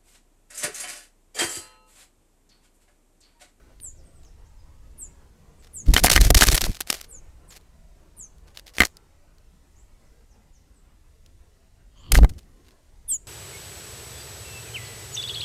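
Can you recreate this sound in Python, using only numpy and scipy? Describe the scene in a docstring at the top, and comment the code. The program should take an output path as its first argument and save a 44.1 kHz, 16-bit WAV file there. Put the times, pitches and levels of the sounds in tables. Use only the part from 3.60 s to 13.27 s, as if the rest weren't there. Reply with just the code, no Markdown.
"""Forest breeze and rumble; a tanager gives thin falling chips throughout, small birds answer.
At 2.3 s it flies from a feeder onto the camera: wings buffet the microphone, feathers rub,
claws scrape and knock on the hollow housing. It perches and shifts its feet near 5.2 s.
A faint hoarse call comes at 8.3 s; the tanager pushes off at 8.5 s and chips loudest at 9.5 s.
The closest blows overload the single microphone."""
import sys
import numpy as np
from scipy import signal
from scipy.fft import rfft, irfft, next_fast_len
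from scipy.io import wavfile
from scipy.ndimage import uniform_filter1d, map_coordinates

SR = 44100
rng = np.random.default_rng(int(sys.argv[2]) if len(sys.argv) > 2 else 0)


def to_wav(s):
    """Save 16-bit WAV."""
    ch = np.atleast_2d(s).T  # columns
    pcm = np.round(np.clip(ch, -1, 1) * 32767)  # PCM
    wavfile.write(sys.argv[1], SR, pcm.astype(np.int16))


N = 426447

# Spectrum of friction on the housing: f/Hz, level/dB
SHELL_SPECTRUM = [(180, -36.5), (300, 4.5), (379, 5.5), (440, 0.5), (678, 2), (978, -5.5), (1530, -3.5),
                  (2100, -3.5), (2440, -5), (3400, -7.5), (4370, -6.5), (8360, -12.5), (12700, -12.5),
                  (15000, -17), (16000, -30)]


def amp(db):
    return 10 ** (np.asarray(db) / 20)


def unit(x):
    return x / np.sqrt(np.mean(x ** 2) + 1e-20)


def clock(length_s):
    return np.arange(max(int(length_s * SR), 8)) / SR


def decay(t, t60_s):
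    return amp(-60 * t / t60_s)


def held(t, length_s, attack_s, t60_s):
    """Contact envelope: rise, hold, decay."""
    return (1 - np.exp(-t / attack_s)) * decay(np.maximum(t - length_s, 0), t60_s)


def add(track, start_s, sound):
    i = max(round(start_s * SR), 0)
    track[i:i + len(sound)] += sound[:max(len(track) - i, 0)]


def filtered(x, response):
    """Apply the gain response(f/Hz)."""
    m = next_fast_len(len(x) + 2048)
    return irfft(rfft(x, m) * response(np.fft.rfftfreq(m, 1 / SR)), m)[:len(x)]


def coloured(x, spectrum):
    """Shape by (f/Hz, level/dB) rows; rms 1."""
    hz, db = np.transpose(spectrum)
    return unit(filtered(x, lambda f: amp(np.interp(np.log(f + 1), np.log(hz), db))))


def hump(hz, centre_hz, octaves):
    """Band gain with gentle skirts."""
    return 1 / np.sqrt(1 + (np.log2((hz + 1) / centre_hz) / octaves) ** 2)


def band(x, centre_hz, octaves, order=1):
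    """Band-pass; rms 1."""
    return unit(filtered(x, lambda f: hump(f, centre_hz, octaves) ** order))


def wobble(rate_hz):
    """Smooth random curve."""
    knots = rng.standard_normal(int(N * rate_hz / SR) + 4)
    return map_coordinates(knots, [np.arange(N) * rate_hz / SR])


def patchy(depth_db):
    """Noise whose bands swell and fade independently."""
    spectra = signal.stft(rng.standard_normal(N), nperseg=2048)[2]
    field = uniform_filter1d(rng.standard_normal(spectra.shape), size=4, axis=0)
    field = uniform_filter1d(field, size=9, axis=1)
    return signal.istft(spectra * amp(depth_db * unit(field)), nperseg=2048)[1][:N]


def slips(per_s, noise_gain):
    """Stick-slip: random impulses over plain noise."""
    impulses = rng.standard_normal(N) * (rng.random(N) < per_s / SR)
    return unit(impulses) + noise_gain * rng.standard_normal(N)


def forest():
    """A breeze moves air and hissing leaves over a low rumble."""
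    # Breeze course, in three groups of rows: t/s, air level/dB, rumble level/dB
    breeze = [
        [(0.0, -62.5, -59), (0.276, -64.5, -52.5), (1.95, -63.5, -55)],
        [(3.65, -62, -54.5), (4.01, -64.5, -57.5), (8.1, -68, -58.5)],
        [(9.0, -63.5, -57), (9.206, -67, -65), (9.42, -66, -57.5)],
    ]
    # Spectra of rumble, air and leaves: f/Hz, level/dB
    rumble_spectrum = [(8.8, -29), (15, 0.5), (54, -3.5), (78, -6.5), (92, -12), (162, -24), (225, -33),
                       (250, -27.5), (320, -55.5), (550, -120)]
    air_spectrum = [(88, -27.5), (150, 1), (200, -4.5), (399, -8), (650, -10.5), (710, -12.5), (923, -13.5),
                    (3000, -25.5), (3900, -47), (6600, -120)]
    leaf_spectrum = [(1180, -31), (2000, -1), (2170, -7), (4080, -4.5), (4500, -5), (7890, -4),
                     (10500, -9.5), (13900, -12.5), (15500, -21), (16800, -39)]
    times_s, *levels_db = np.concatenate(breeze).T
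    air_db, rumble_db = [np.interp(np.arange(N) / SR, times_s, db) for db in levels_db]
    leaf_db = -70 + 0.4 * (air_db - air_db.mean())
    rumble = amp(rumble_db + 4.5 + 1.5 * wobble(5)) * coloured(rng.standard_normal(N), rumble_spectrum)
    air = amp(air_db + 2 + 1.7 * wobble(16)) * coloured(patchy(depth_db=3), air_spectrum)
    leaves = amp(leaf_db + 0.39 * wobble(4)) * coloured(patchy(depth_db=2), leaf_spectrum)
    return rumble + air + leaves


def taps():
    """Bill and toes tick lightly, each tick at its own pitch."""
    # Light taps: t/s, level/dB
    ticks = [(0.201, -36), (.633, -42.5), (.649, -46), (3.152, -23.5), (3.217, -17.5), (3.352, -29),
             (4.011, -44), (4.783, -43), (4.973, -21), (5.08, -31), (5.369, -28), (5.783, -43),
             (7.662, -37.5)]
    out, t = np.zeros(N), clock(0.024)
    for start_s, db in ticks:
        hz = 4000 * np.exp(0.11 * rng.standard_normal())
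        tick = band(rng.standard_normal(len(t)), hz, octaves=0.29)
        add(out, start_s, amp(db - 10) * tick * decay(t, 0.014))
    return out


def chip(length_s, first_hz, last_hz, bend, second_db, low_db):
    """Gliding whistle; the other side of the syrinx joins with a low tone and sidebands."""
    t = clock(length_s)
    u = t / t[-1]
    glide = 0.82 * (np.exp(-bend * u) - np.exp(-bend)) / (1 - np.exp(-bend)) + 0.21 * (1 - u)
    flutter = lambda: unit(filtered(rng.standard_normal(len(t)), lambda f: np.exp(-f / 700)))
    high_hz = (last_hz + (first_hz - last_hz) * glide) * (1 + 0.0098 * flutter())
    low_hz = (3000 + 750 * glide) * (1 + 0.025 * flutter())
    high, low = 2 * np.pi * np.cumsum([high_hz, low_hz], axis=1) / SR
    joined = np.clip((u - 0.05) / 0.06, 0, 1) * amp(second_db + 11 * glide)
    second_side = joined * (np.sin(high + low) + amp(low_db) * (np.sin(low) + 0.5 * np.sin(high - low)))
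    overtone = amp(low_db - 15.5) * np.sin(2 * high)
    envelope = np.abs(np.sin(np.pi * u)) ** 1.05 * (1 + amp(-25) * flutter())
    return envelope * (np.sin(high) + second_side + overtone)


def trees(call, near_db, far_db, t60_s):
    """Echoes off close branches beat against the glide; trees behind add a thin tail."""
    t = clock(0.6)
    near = 0.12 * rng.standard_normal(len(t)) * decay(t, 0.08)
    for delay_s in rng.uniform(0.002, 0.014, size=4):
        near[round(delay_s * SR)] += 1
    far = rng.standard_normal(len(t)) * decay(t, t60_s)
    echo = amp(near_db) * near / np.linalg.norm(near) + amp(far_db) * far / np.linalg.norm(far)
    return signal.fftconvolve(call, echo + (t == 0))


def tanager():
    """Falling chips, richer and drier when closer; the body jerks with each, giving a soft puff."""
    # Chips: t/s, length/s, level/dB, end f/Hz
    chips = [(0.202, 0.11, -38, 6630), (1.373, 0.1, -38.5, 6720), (2.127, 0.1, -37, 6250),
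             (3.476, 0.12, -44.5, 6180), (3.875, .05, -51, 6400), (4.562, .11, -42, 5880),
             (5.165, 0.087, -42.5, 6340), (9.477, 0.096, -20, 6630)]
    out = np.zeros(N)
    for start_s, length_s, db, last_hz in chips:
        call = chip(length_s, first_hz=10750, last_hz=last_hz, bend=3.1, second_db=-19, low_db=0.7 * db)
        echo_db = np.interp(db, [-37, -21], [1.5, -12])
        add(out, start_s, amp(db) * trees(call, near_db=echo_db - 0.5, far_db=echo_db - 15, t60_s=0.39))
        puff = band(rng.standard_normal(len(call)), centre_hz=201.9, octaves=1.2, order=4)
        add(out, start_s, amp(-43 + 0.57 * db) * np.hanning(len(call)) * puff)
    return out


def far_birds():
    """Short whistles deep in the foliage, mostly echo."""
    # Distant calls: t/s, level/dB, start f/Hz, end f/Hz
    calls = [(.35, -58.5, 7100, 4300), (0.429, -54.5, 8960, 7880), (.528, -57, 9200, 7300),
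             (0.619, -55, 8140, 4500), (.834, -62, 4440, 8800), (.95, -62, 5240, 4950),
             (1.965, -57.5, 9540, 6800), (6.15, -55, 6000, 8200), (6.43, -66, 7500, 4700),
             (6.68, -60, 7500, 4680), (6.92, -57.5, 7670, 4880), (7.13, -60.5, 9200, 7000),
             (8.355, -55, 5900, 7800)]
    out = np.zeros(N)
    for start_s, db, first_hz, last_hz in calls:
        call = chip(0.072, first_hz, last_hz, bend=0.6, second_db=-60, low_db=-32)
        add(out, start_s, amp(db - 10) * trees(call, near_db=0, far_db=2.5, t60_s=0.35))
    return out


def feathers():
    """Barbs slip in clumps, toes catch at random; a light touch is duller, swells and fades."""
    # Rubs on the housing: t/s, length/s, level/dB
    rubs = [(2.02, 0.053, -57), (2.255, .077, -46.5), (2.335, 0.064, -27), (2.431, 0.039, -26),
            (2.494, .08, -25.5), (2.601, 0.071, -24.5), (2.756, 0.091, -26), (2.858, 0.12, -24),
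            (3.003, 0.061, -29.5), (3.053, 0.12, -44), (3.184, 0.047, -49.5), (3.268, 0.029, -37),
            (3.296, 0.068, -35.5), (3.368, 0.084, -48.5), (3.905, .07, -45.5), (4.863, 0.052, -57.5),
            (4.942, 0.053, -49), (5.058, 0.044, -51.5), (5.135, 0.092, -46), (5.184, .075, -37),
            (8.527, 0.047, -29), (8.569, 0.067, -63), (8.691, 0.0069, -38.5), (8.777, .015, -46),
            (9.045, 0.084, -62.5)]
    catches_per_s, linger_db_per_s = 65, 260
    firm_hz, light_hz = 7400, 4300
    out = np.zeros(N)
    friction = coloured(slips(per_s=2800, noise_gain=0.75), SHELL_SPECTRUM)
    clumps_db = 2.6 * wobble(110) + 3.2 * wobble(600)
    catches = (rng.random(N) < catches_per_s / SR) * amp(9 + 3.5 * rng.standard_normal(N))
    grip = 1 + signal.fftconvolve(catches, decay(clock(0.03), 0.008))[:N]
    for start_s, length_s, db in rubs:
        t = clock(length_s + 0.15)
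        span = slice(round(start_s * SR), round(start_s * SR) + len(t))
        lightness = np.interp(db, [-55, -35], [1, 0])
        rubbing = friction[span] * grip[span] * amp((1 + 0.34 * lightness) * clumps_db[span])
        grain = band(rubbing, firm_hz + lightness * (light_hz - firm_hz), octaves=0.99)
        arch = amp(lightness * (2 - 9 * (2 * t / length_s - 1) ** 2))
        touch = arch * held(t, length_s, attack_s=0.003, t60_s=0.052)
        linger = amp(-18 - linger_db_per_s * np.abs(t - length_s))  # loose feathers
        add(out, start_s, amp(db - 1) * (touch + linger) * grain)
    return out


def wings():
    """Each stroke is a suction between two pushes of air, in eddies that grow with its strength."""
    # Strokes at the microphone: t/s, level/dB
    strokes = [(2.297, 1), (2.341, -10), (2.426, -17.5), (2.447, -11), (2.521, -18), (2.565, -9.5),
               (2.597, -11.5), (2.618, 0.5), (2.664, -4), (2.712, -5.5), (2.763, -2), (2.829, -10.5),
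               (2.888, -5.5), (2.941, -7.5), (3.038, -17), (3.092, -14.5), (8.534, -4), (8.581, 2),
               (8.622, 0), (8.639, 4.5), (8.714, -34.5), (8.771, -44.5)]
    # f/Hz, level/dB
    eddy_spectrum = [(12, -5), (35, -2), (80, 5.5), (160, -3.5), (350, -14.5), (800, -33), (2500, -54)]
    wake_s, rise_s, fall_s = 0.01, 0.045, 0.04
    pressure, eddy_power, t = np.zeros(N), np.zeros(N), clock(1.2) - 0.6
    draught = amp(-14.5) * np.exp(-np.abs(t) / np.where(t < 0, rise_s, fall_s))
    wake = np.exp(-(t / wake_s) ** 2 / 2) + draught
    for centre_s, db in strokes:
        width_s = np.interp(db, [-24, -12], [0.017, 0.0058])  # farther: weaker, broader
        u = t / width_s
        add(pressure, centre_s + t[0], amp(db) * (u * u - 1) * np.exp(-u * u / 2))
        add(eddy_power, centre_s + t[0], (amp(-18.5 + 0.55 * db) * wake) ** 2)
    eddies = coloured(rng.standard_normal(N), eddy_spectrum)
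    return amp(-2) * pressure + np.sqrt(eddy_power) * eddies


def claws():
    """Skidding claws chatter on the housing."""
    # Skids: t/s, length/s, level/dB, band centre f/Hz
    skids = [(2.337, 0.0045, -5.5, 9040), (2.373, 0.0059, -16.5, 5580), (2.39, .006, -22.5, 5980),
             (2.437, .018, -11.5, 11040), (2.46, 0.0045, -10, 11080), (2.499, 0.0042, -5, 5600),
             (2.514, 0.0079, -10, 7000), (2.531, .007, -13.5, 6990), (2.556, .008, -14.5, 4863),
             (2.611, 0.0055, -13, 8060), (2.703, 0.0052, -8, 10960), (2.745, .008, -8, 6200),
             (2.769, 0.012, -14.5, 6500), (2.809, 0.0041, -5.5, 4500), (2.816, .025, -13, 7500),
             (2.868, .004, -15.5, 11920), (2.885, 0.0019, -2, 5000), (2.913, 0.018, -19, 6688),
             (2.945, .012, -15, 8500), (2.977, 0.003, -11, 5000), (3.039, 0.0036, -18.5, 4960),
             (3.205, 0.005, -19, 11900), (3.301, 0.0035, -15, 7840), (3.411, 0.0039, -29.5, 8800),
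             (5.25, 0.0033, -12.5, 6000), (8.519, 0.0046, -7.5, 9070), (8.55, 0.0046, -19.5, 8830),
             (8.574, 0.0055, -23, 5960)]
    out = np.zeros(N)
    chatter = coloured(slips(per_s=5300, noise_gain=0.55), SHELL_SPECTRUM) * amp(2.5 * wobble(400))
    for start_s, length_s, db, hz in skids:
        t = clock(length_s + 0.011)
        grain = band(chatter[round(start_s * SR):][:len(t)], hz, octaves=0.73)
        add(out, start_s, amp(db - 2) * held(t, length_s, attack_s=0.00045, t60_s=0.007) * grain)
    return out


def with_rebounds(blows, gap_s=0.0155, loss_db=9, above_db=2):
    """A hard blow bounces and lands again, at most twice."""
    return [(start_s + k * gap_s, db - k * loss_db, hz)
            for start_s, db, hz in blows for k in range(3)
            if k == 0 or db - (k - 1) * loss_db > above_db]


def knocks():
    """A blow dents the shell; the hollow housing rings briefly and rocks on its mount."""
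    # Blows of feet and bill: t/s, level/dB, contact f/Hz
    blows = [(2.365, 5.5, 1900), (2.445, 1.5, 706), (2.469, -2, 2110), (2.483, -5.5, 1900),
             (2.562, 8, 1900), (2.705, -1.5, 480), (2.822, 6.5, 1670), (3.04, -17, 1900), (3.067, -17, 795),
             (3.209, -20.5, 2200), (3.301, -10.5, 2446), (5.184, -10, 2460), (5.204, 11.5, 1900),
             (8.554, -4, 1980), (8.588, -3, 334.5), (8.633, -10, 420), (8.646, -3.5, 790)]
    # Housing modes: f/Hz, level/dB, t60/s
    modes = [(170, -4.5, 0.045), (300, -4.5, 0.064), (412, -9.5, .04), (721, -8, .04), (1233, -9, 0.033),
             (1560, -7, 0.024), (1750, -8.5, 0.016), (1900, -6.5, 0.023), (2065, -7.5, 0.036),
             (2330, -13, .02), (3072, -0.5, 0.012), (4300, -6, 0.017), (5930, -12.5, 0.027)]
    out, t = np.zeros(N), clock(0.09)
    mode_hz, mode_db, t60_s = np.transpose(modes)[:, :, None]
    for start_s, db, hz in with_rebounds(blows):
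        gains = amp(mode_db + 4 * rng.standard_normal(mode_hz.shape))
        gains *= hump(mode_hz, hz, octaves=1.2) ** 2
        phase = 2 * np.pi * (mode_hz * t + rng.random(mode_hz.shape))
        ring = np.sum(gains * decay(t, t60_s) * np.sin(phase), axis=0) * (1 - np.exp(-t / 0.00014))
        dent = np.sin(2 * np.pi * hz * t) * decay(t, 0.005)
        crack = band(rng.standard_normal(len(t)), 1.7 * hz, octaves=1, order=2) * decay(t, 0.01)
        rock = -np.sin(2 * np.pi * 75 * t) * decay(t, 0.05)
        rock -= 1.2 * np.sin(2 * np.pi * 210 * t) * decay(t, 0.025)
        knock = amp(1) * dent + amp(-12) * ring + amp(-13.5) * crack + amp(-21.5) * rock
        add(out, start_s, amp(db) * knock)
    return out


def hoarse_call():
    """A bird's toneless rasp through three throat resonances."""
    # Call envelope: t/s, level/dB
    swell = [(8.31, -79), (8.38, -62), (8.46, -55), (8.52, -57.5)]
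    # Throat resonances: f/Hz, width/Hz, level/dB
    resonances = [(1095, 300, -2), (3100, 470, 0.5), (4500, 500, -8)]
    throat = lambda f: sum(amp(db) / (1 + (2 * (f - hz) / width) ** 2) for hz, width, db in resonances)
    level_db = np.interp(np.arange(N) / SR, *np.transpose(swell), left=-np.inf, right=-np.inf)
    return amp(level_db) * unit(filtered(slips(per_s=720, noise_gain=0.88), throat))


def scene():
    """One microphone, same on both channels."""
    sound = forest() + taps() + tanager() + far_birds()
    sound += feathers() + wings() + claws() + knocks() + hoarse_call()
    return np.array([sound, sound])


def record(dry):
    """Microphone: soft, slightly lopsided overload, then band limits."""
    ceiling, low_hz, top_hz = 0.74, 6, 16100
    clipped = dry / (1 + np.abs(dry / ceiling) ** 4) ** (1 / 4)
    lopsided = clipped + 0.12 * clipped ** 2
    passband = lambda f: 1j * f / (1j * f + low_hz) / (1 + (f / top_hz) ** 80)
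    return np.array([filtered(channel, passband) for channel in lopsided])


dry = scene()
out = record(dry)
to_wav(out)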